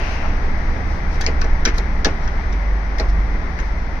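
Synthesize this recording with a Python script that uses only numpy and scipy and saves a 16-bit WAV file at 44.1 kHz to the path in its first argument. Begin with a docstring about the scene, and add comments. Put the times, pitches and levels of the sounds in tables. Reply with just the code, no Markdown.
"""Outdoors beside a parked car with its bonnet open. Close by, hard plastic and metal parts click
and knock: each touch crunches as the part seats and sets small parts ringing. The harder blows are
followed by a thud that swells in the panels and scatters off the surroundings; soft brushes come
between. Underneath are the low hum of an engine some way off, air on the microphones and a steady
outdoor wash. A soft hiss and a scuff open the scene."""
import sys
import numpy as np
from scipy import signal
from scipy.fft import rfft, irfft
from scipy.io import wavfile
from scipy.ndimage import uniform_filter1d

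SR = 44100
rng = np.random.default_rng(int(sys.argv[2]) if len(sys.argv) > 2 else 0)


def wav_out(sig):
    """Save sig, one row per channel (or a flat mono array), as 16-bit PCM at SR to the path in sys.argv[1]."""
    wavfile.write(sys.argv[1], SR, np.round(np.clip(np.atleast_2d(sig).T, -1, 1) * 32767).astype(np.int16))


N = 176400
TIME = np.arange(N) / SR


def from_db(db):
    """Decibels to gain."""
    return 10 ** (np.asarray(db) / 20)


def unit_rms(x):
    """Scale to unit power."""
    return x / np.sqrt(np.mean(x ** 2) + 1e-20)


def unit_peak(stereo, window):
    """Scale so that the loudest stretch of `window` samples has unit power."""
    power = uniform_filter1d(np.mean(stereo ** 2, axis=0), size=window, mode="constant")
    return stereo / np.sqrt(power.max())


def envelope(rows):
    """Gain over time from rows of time_s, level_db."""
    return from_db(np.interp(TIME, *np.transpose(rows)))


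def at_hz(rows, hz):
    """Read a table on a log-frequency axis."""
    row_hz, values = np.transpose(rows)
    return np.interp(np.log(np.maximum(hz, 1)), np.log(row_hz), values)


def drift(rate_hz):
    """A slow random wander of about unit size."""
    step, settle = 40, 2000
    pole = np.exp(-2 * np.pi * rate_hz * step / SR)
    white = rng.standard_normal(N // step + settle + 2)
    slow = signal.lfilter([1], [1, -2 * pole, pole * pole], white)[settle:]
    return np.interp(np.arange(N) / step, np.arange(len(slow)), unit_rms(slow))


def spread(pair, likeness, pan_db):
    """Mix two signals as mid and side onto the microphones; positive pan_db leans left."""
    likeness = np.clip(likeness, -.999, .999)
    mid, side = np.sqrt(1 + likeness) * pair[0], np.sqrt(1 - likeness) * pair[1]
    lean = from_db(pan_db)
    return np.array([(mid + side) * lean, mid - side]) / np.sqrt(1 + lean ** 2)


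# How noise leans between the microphones: frequency_hz, left_minus_right_db
MIC_BALANCE = [(60, -1), (340, -0.3), (520, -1.5), (790, 2), (1220, 6), (1880, 14.5), (2400, 11.5),
               (2900, 2), (4450, 5), (6800, -3), (10000, 0)]
# How alike the two microphones hear it: frequency_hz, correlation
MIC_LIKENESS = [(60, 0.99), (200, 0.98), (340, 0.86), (520, 0.76), (790, 0.62), (1220, -0.29),
                (1900, 0.015), (3000, 0.071), (9000, -0.016)]


def noise(spectrum):
    """Steady noise of a given colour at the microphone pair, at unit power."""
    hz = np.arange(N // 2 + 1) * SR / N
    white = rfft(rng.standard_normal((2, N)))
    pair = spread(white, at_hz(MIC_LIKENESS, hz), at_hz(MIC_BALANCE, hz))
    return unit_rms(irfft(pair * from_db(at_hz(spectrum, hz)), N))


# The wash of the open air all around: frequency_hz, relative_db
WASH_SPECTRUM = [(40, 10.5), (80, 7), (125, 6.5), (190, 6.5), (300, 2), (520, -2), (800, 0.5), (1150, -1.5),
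                 (1600, -3), (2050, 0.5), (2350, -7.5), (2800, -19), (4000, -20.5), (5900, -21),
                 (6450, -27.5), (6950, -53.5), (8000, -43), (11000, -46), (13000, -49.5), (15000, -72)]
# Its nearly even course: time_s, level_db
WASH_LEVEL = [(0, -28.5), (.5, -27.5), (1.5, -27.5), (2.4, -28), (3.15, -29), (3.6, -29.5), (4, -29.5)]


def outdoor_wash():
    """A steady bed of outdoor noise whose level wavers slightly."""
    return envelope(WASH_LEVEL) * noise(WASH_SPECTRUM) * from_db(0.37 * drift(0.92))


# The soft opening hiss: frequency_hz, relative_db
HISS_SPECTRUM = [(100, -29.5), (300, -9), (700, 2.5), (1400, -0.5), (2700, 2), (3400, -12.5), (6000, -12),
                 (6600, -21.5), (7300, -36), (12000, -39.5), (15000, -53.5)]
# Its fade: time_s, level_db
HISS_LEVEL = [(0, -30), (.1, -30.5), (.18, -33.5), (.3, -37.5), (.45, -53), (.9, -71)]


def fading_hiss():
    """A hiss that sinks under the wash within the first half second."""
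    return envelope(HISS_LEVEL) * noise(HISS_SPECTRUM)


# Air right on the microphones: frequency_hz, relative_db
AIR_SPECTRUM = [(8, -16), (15, 0), (23, 1), (33, -5), (50, -14), (72, -18), (110, -27.5), (200, -45),
                (1000, -120)]
# Its rise and fall: time_s, level_db
AIR_LEVEL = [(0, -20), (.55, -17), (1.2, -20), (1.6, -18), (2, -19.5), (2.6, -22), (3.3, -21), (4, -23.5)]


def air_on_microphones():
    """Moving air makes a deep rumble on the microphones."""
    return envelope(AIR_LEVEL) * noise(AIR_SPECTRUM)


def wavering_tone(hz, wander_hz, waver_db):
    """A sine that wavers in pitch and strength."""
    phase = 2 * np.pi * (np.cumsum(hz + wander_hz * drift(3.25)) / SR + rng.random())
    return unit_rms(np.sin(phase) * from_db(waver_db * drift(6.8)))


# The main tone of an engine some way off, surging in the second half: time_s, level_db
HUM_LEVEL = [(0, -34), (1.4, -41.5), (1.7, -24), (1.95, -18.5), (2.1, -30), (2.35, -24), (2.75, -16.5),
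             (2.92, -24), (3.12, -13.5), (3.45, -28), (3.7, -21), (4, -31)]
# Its steadier second tone: time_s, level_db
DRONE_LEVEL = [(0, -27.5), (.8, -29), (1.5, -24), (2.2, -31.5), (3.3, -27.5), (3.8, -30)]
# Its weak upper tones: pitch_hz, level_db
UPPER_TONES = [(95.5, -43), (174, -44.5)]


def distant_engine(hum_hz=47.7, drone_hz=66.8, left_lag_s=0.00047):
    """The engine's low tones come a little from the right and reach the left microphone later."""
    hum = envelope(HUM_LEVEL) * wavering_tone(hum_hz, wander_hz=0.54, waver_db=1.54)
    drone = envelope(DRONE_LEVEL) * wavering_tone(drone_hz, wander_hz=0.41, waver_db=2.1)
    upper = sum(from_db(db) * wavering_tone(hz, wander_hz=0.63, waver_db=5.5) for hz, db in UPPER_TONES)
    right = hum + drone + upper
    left = np.interp(TIME - left_lag_s, TIME, right)
    return np.array([left, right]) * from_db([[-.3], [.3]])


# Soft brushes of a part, close by: centre_s, width_s, level_db
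BRUSH_STROKES = [(.125, .035, -45), (.94, 0.041, -49), (1.146, 0.026, -45.5), (1.766, .018, -43.5),
                 (2.106, .01, -50), (2.244, 0.019, -47.5), (3.096, 0.011, -45), (3.64, 0.065, -53)]
# Their bright colour: frequency_hz, relative_db
BRUSH_SPECTRUM = [(500, -24), (2000, -9), (3200, -1), (5800, 3.5), (6600, -7), (7500, -19), (12000, -21),
                  (15000, -36)]
# One scuff near the start: centre_s, width_s, level_db
SCUFF_STROKES = [(.25, 0.015, -28.5)]
# Its duller colour: frequency_hz, relative_db
SCUFF_SPECTRUM = [(400, -19), (700, 7), (950, 3), (1350, 5), (1900, -16), (3500, -43), (7000, -70)]


def rubs(strokes, spectrum):
    """Rubbing noise that swells and fades in a bell curve with each stroke."""
    swells = sum(from_db(db) * np.exp(-.5 * ((TIME - centre_s) / width_s) ** 2)
                 for centre_s, width_s, db in strokes)
    return noise(spectrum) * swells


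def reflections(t, t60_s, rise_s):
    """Dense reflections off the surroundings build up and die; two channels of about unit energy."""
    scatter = rng.standard_normal((2, len(t))) * from_db(-60 * t / t60_s)
    return unit_rms(scatter * (1 - np.exp(-t / rise_s))) / np.sqrt(len(t))


# Low modes of the car's panels: pitch_hz, relative_db, t60_s
PANEL_RESONANCES = [(171, -3, 0.16), (224, 0, 0.17), (270, 1.5, 0.16), (323, -4, 0.14), (387, -0.5, 0.17),
                    (455, 4.5, 0.096), (520, -4, 0.15), (572, -6, 0.13), (645, 2.5, 0.11), (745, -7, .1),
                    (826, 2.5, .1), (936, -8, 0.058)]
# Thuds after the harder blows: start_s, swell_s, centre_hz, level_db
PANEL_THUDS = [(1.264, .028, 447, -26), (1.438, 0.01, 520, -30), (1.653, 0.02, 260, -23),
               (1.782, 0.01, 600, -32.5), (2.051, .013, 378, -19), (2.994, 0.0085, 490, -24)]


def panel_thuds(octave_falloff_db=4.5, tail_db=-7):
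    """The large panels answer a blow: their modes swell and die, strongest near that thud's centre."""
    t, out = TIME[:SR // 2], np.zeros((2, N + SR))
    hz, mode_db, t60_s = np.transpose(PANEL_RESONANCES)[:, :, None]
    for start_s, swell_s, centre_hz, level_db in PANEL_THUDS:
        gain = from_db(mode_db - octave_falloff_db * np.log2(hz / centre_hz) ** 2)
        phases = 2 * np.pi * rng.random((2, len(hz), 1))
        decay = from_db(-60 * np.maximum(t - swell_s, 0) / t60_s)
        rings = (gain * np.sin(2 * np.pi * hz * t + phases) * decay).sum(axis=1)
        band = signal.butter(2, [centre_hz / 2, centre_hz * 2], "band", fs=SR, output="sos")
        tail = signal.sosfilt(band, reflections(t, t60_s=0.23, rise_s=0.014))
        body = (unit_rms(rings) + from_db(tail_db) * unit_rms(tail)) * np.minimum(t / swell_s, 1)
        thud = unit_peak(spread(body, likeness=0.9, pan_db=.3), window=SR // 40)
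        start = int(start_s * SR)
        out[:, start:start + len(t)] += from_db(level_db) * thud
    return out[:, :N]


def contact_force(t, contact_s, slips_per_s=3400):
    """A first touch, then a short crunch of tiny slips as the part seats."""
    slips = rng.standard_normal(len(t)) * (rng.random(len(t)) < slips_per_s / SR)
    force = slips * np.exp(-(t / contact_s) ** 2)
    force[0] = 1
    return force


# Modes of the small plastic and metal parts: pitch_hz, relative_db, t60_s
PART_RESONANCES = [(1377, -5.5, 0.046), (1530, -2, 0.053), (1745, -1.5, 0.048), (1837, -0.5, 0.033),
                   (2124, 1.5, 0.034), (3260, -14, 0.022), (3900, -7, .022), (5530, -12.5, 0.017),
                   (6030, -1, 0.0086)]


def ringing_parts(t, ping_hz, ping_db, modes_db=-13.5, ping_t60_s=0.015):
    """Small parts ring with new strengths and phases at each blow; the touched one adds its ping."""
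    modes = [(hz, modes_db + db, t60_s) for hz, db, t60_s in PART_RESONANCES]
    hz, db, t60_s = np.transpose(modes + [(ping_hz, ping_db, ping_t60_s)])[:, :, None]
    damping = np.log(1000) / t60_s
    rings = np.exp((2j * np.pi * hz - damping) * t) * np.sqrt(4 * damping / SR)  # unit energy each
    strengths = from_db(db[:, 0] + rng.uniform(-2, 2, len(hz)))
    phases = np.exp(2j * np.pi * rng.random(len(hz)))
    ringing = (strengths * phases) @ rings
    return np.array([ringing.real, ringing.imag])


# A knock's three bands (clack, ring, tick) at the microphones:
# low_hz, high_hz, scatter_db, scatter_t60_s, tail_db, tail_t60_s, likeness, left_minus_right_db
KNOCK_BANDS = [(1220, 2260, 1.5, 0.11, -3, 0.22, 0, 7), (3110, 6350, -1.5, 0.065, -12, 0.13, 0, 1.7),
               (6500, 13400, -3, 0.031, -12, .09, 0.2, -2.5)]


def knock(t, contact_s, ping_hz, ping_db, levels_db):
    """One contact drives a direct crack, ringing parts, close scatter and an outdoor tail."""
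    force = contact_force(t, contact_s)
    rings = ringing_parts(t, ping_hz, ping_db)
    crack, out = np.zeros((2, len(t))), 0
    crack[0, 0] = crack[1, 18] = 1  # the side signal follows the mid by 0.4 ms
    for band, level_db in zip(KNOCK_BANDS, levels_db):
        low_hz, high_hz, scatter_db, scatter_t60_s, tail_db, tail_t60_s, likeness, pan_db = band
        scatter = from_db(scatter_db) * reflections(t, scatter_t60_s, rise_s=3.5 / low_hz)
        tail = from_db(tail_db) * reflections(t, tail_t60_s, rise_s=0.016)
        response = spread(crack + rings + scatter + tail, likeness, pan_db)
        struck = signal.fftconvolve(response, force[None], axes=1)[:, :len(t)]
        highpass = signal.butter(4, low_hz, "high", fs=SR, output="sos")
        lowpass = signal.butter(int(np.clip(high_hz / 400, 3, 16)), high_hz, fs=SR, output="sos")
        in_band = signal.sosfilt(lowpass, signal.sosfilt(highpass, struck))
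        out = out + from_db(level_db) * unit_peak(in_band, window=int(SR * (.002 + 1.5 / low_hz)))
    return out


# Contacts under the open bonnet, close to the microphones:
# start_s, contact_s, ping_hz, ping_relative_db, clack_db, ring_db, tick_db
CONTACTS = [(1.2106, 0.0013, 4830, -16, -23, -27, -41), (1.213, .005, 4800, -7, -33, -26, -50),
            (1.2363, 0.018, 5960, -15, -31, -35.5, -61), (1.264, 0.00054, 5850, -6, -19, -15, -53),
            (1.413, .0025, 5760, -10, -34, -31, -55), (1.4160, 0.0033, 4700, -13, -21.5, -27, -53),
            (1.4425, 0.0057, 5900, -6, -34, -36, -64), (1.6517, 0.0027, 5770, -8, -19, -15, -41),
            (1.656, 0.0054, 5850, 1, -20, -16.5, -42), (1.674, 0.021, 5800, -14, -21.5, -29.5, -57),
            (1.744, 0.00092, 5150, -10, -28.5, -42, -68), (1.7778, .003, 5100, -10, -29, -34, -52),
            (1.7811, 0.0042, 3900, -6.5, -29.5, -25.5, -46.5), (2.047, 0.00068, 6260, -20, -17, -14, -38),
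            (2.0493, 0.0021, 3880, -8, -20, -22, -56), (2.054, 0.0059, 4400, 1, -22, -19.5, -54),
            (2.2765, 0.0044, 6040, -5, -31, -33.5, -70), (2.5255, 0.006, 5900, -17, -37, -37, -65),
            (2.9835, 0.0062, 5570, -18, -27.5, -32, -57), (2.9977, 0.004, 4270, -9, -24, -22.5, -51),
            (3.5887, 0.0031, 5830, -13, -27.5, -40, -60), (3.5966, .007, 6300, -6, -40, -36.5, -61)]


def bonnet_knocks():
    """Hard parts click and knock against each other, singly and in quick clusters."""
    t, out = TIME[:SR * 2 // 5], np.zeros((2, N + SR))
    for start_s, contact_s, ping_hz, ping_db, *levels_db in CONTACTS:
        start = int(start_s * SR)
        out[:, start:start + len(t)] += knock(t, contact_s, ping_hz, ping_db, levels_db)
    return out[:, :N]


def scene():
    """Knocks, thuds and rubs at the car, over the distant engine and the open air."""
    car = bonnet_knocks() + panel_thuds()
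    rubbing = rubs(BRUSH_STROKES, BRUSH_SPECTRUM) + rubs(SCUFF_STROKES, SCUFF_SPECTRUM)
    return car + rubbing + distant_engine() + outdoor_wash() + fading_hiss() + air_on_microphones()


def record(dry):
    """The microphone signal clips at full scale, and its highest treble is cut steeply."""
    stopband_hz = 16218
    lowpass = signal.cheby2(18, 70, stopband_hz, fs=SR, output="sos")
    return signal.sosfilt(lowpass, np.clip(dry, -1, 1))


dry = scene()
out = record(dry)
wav_out(out)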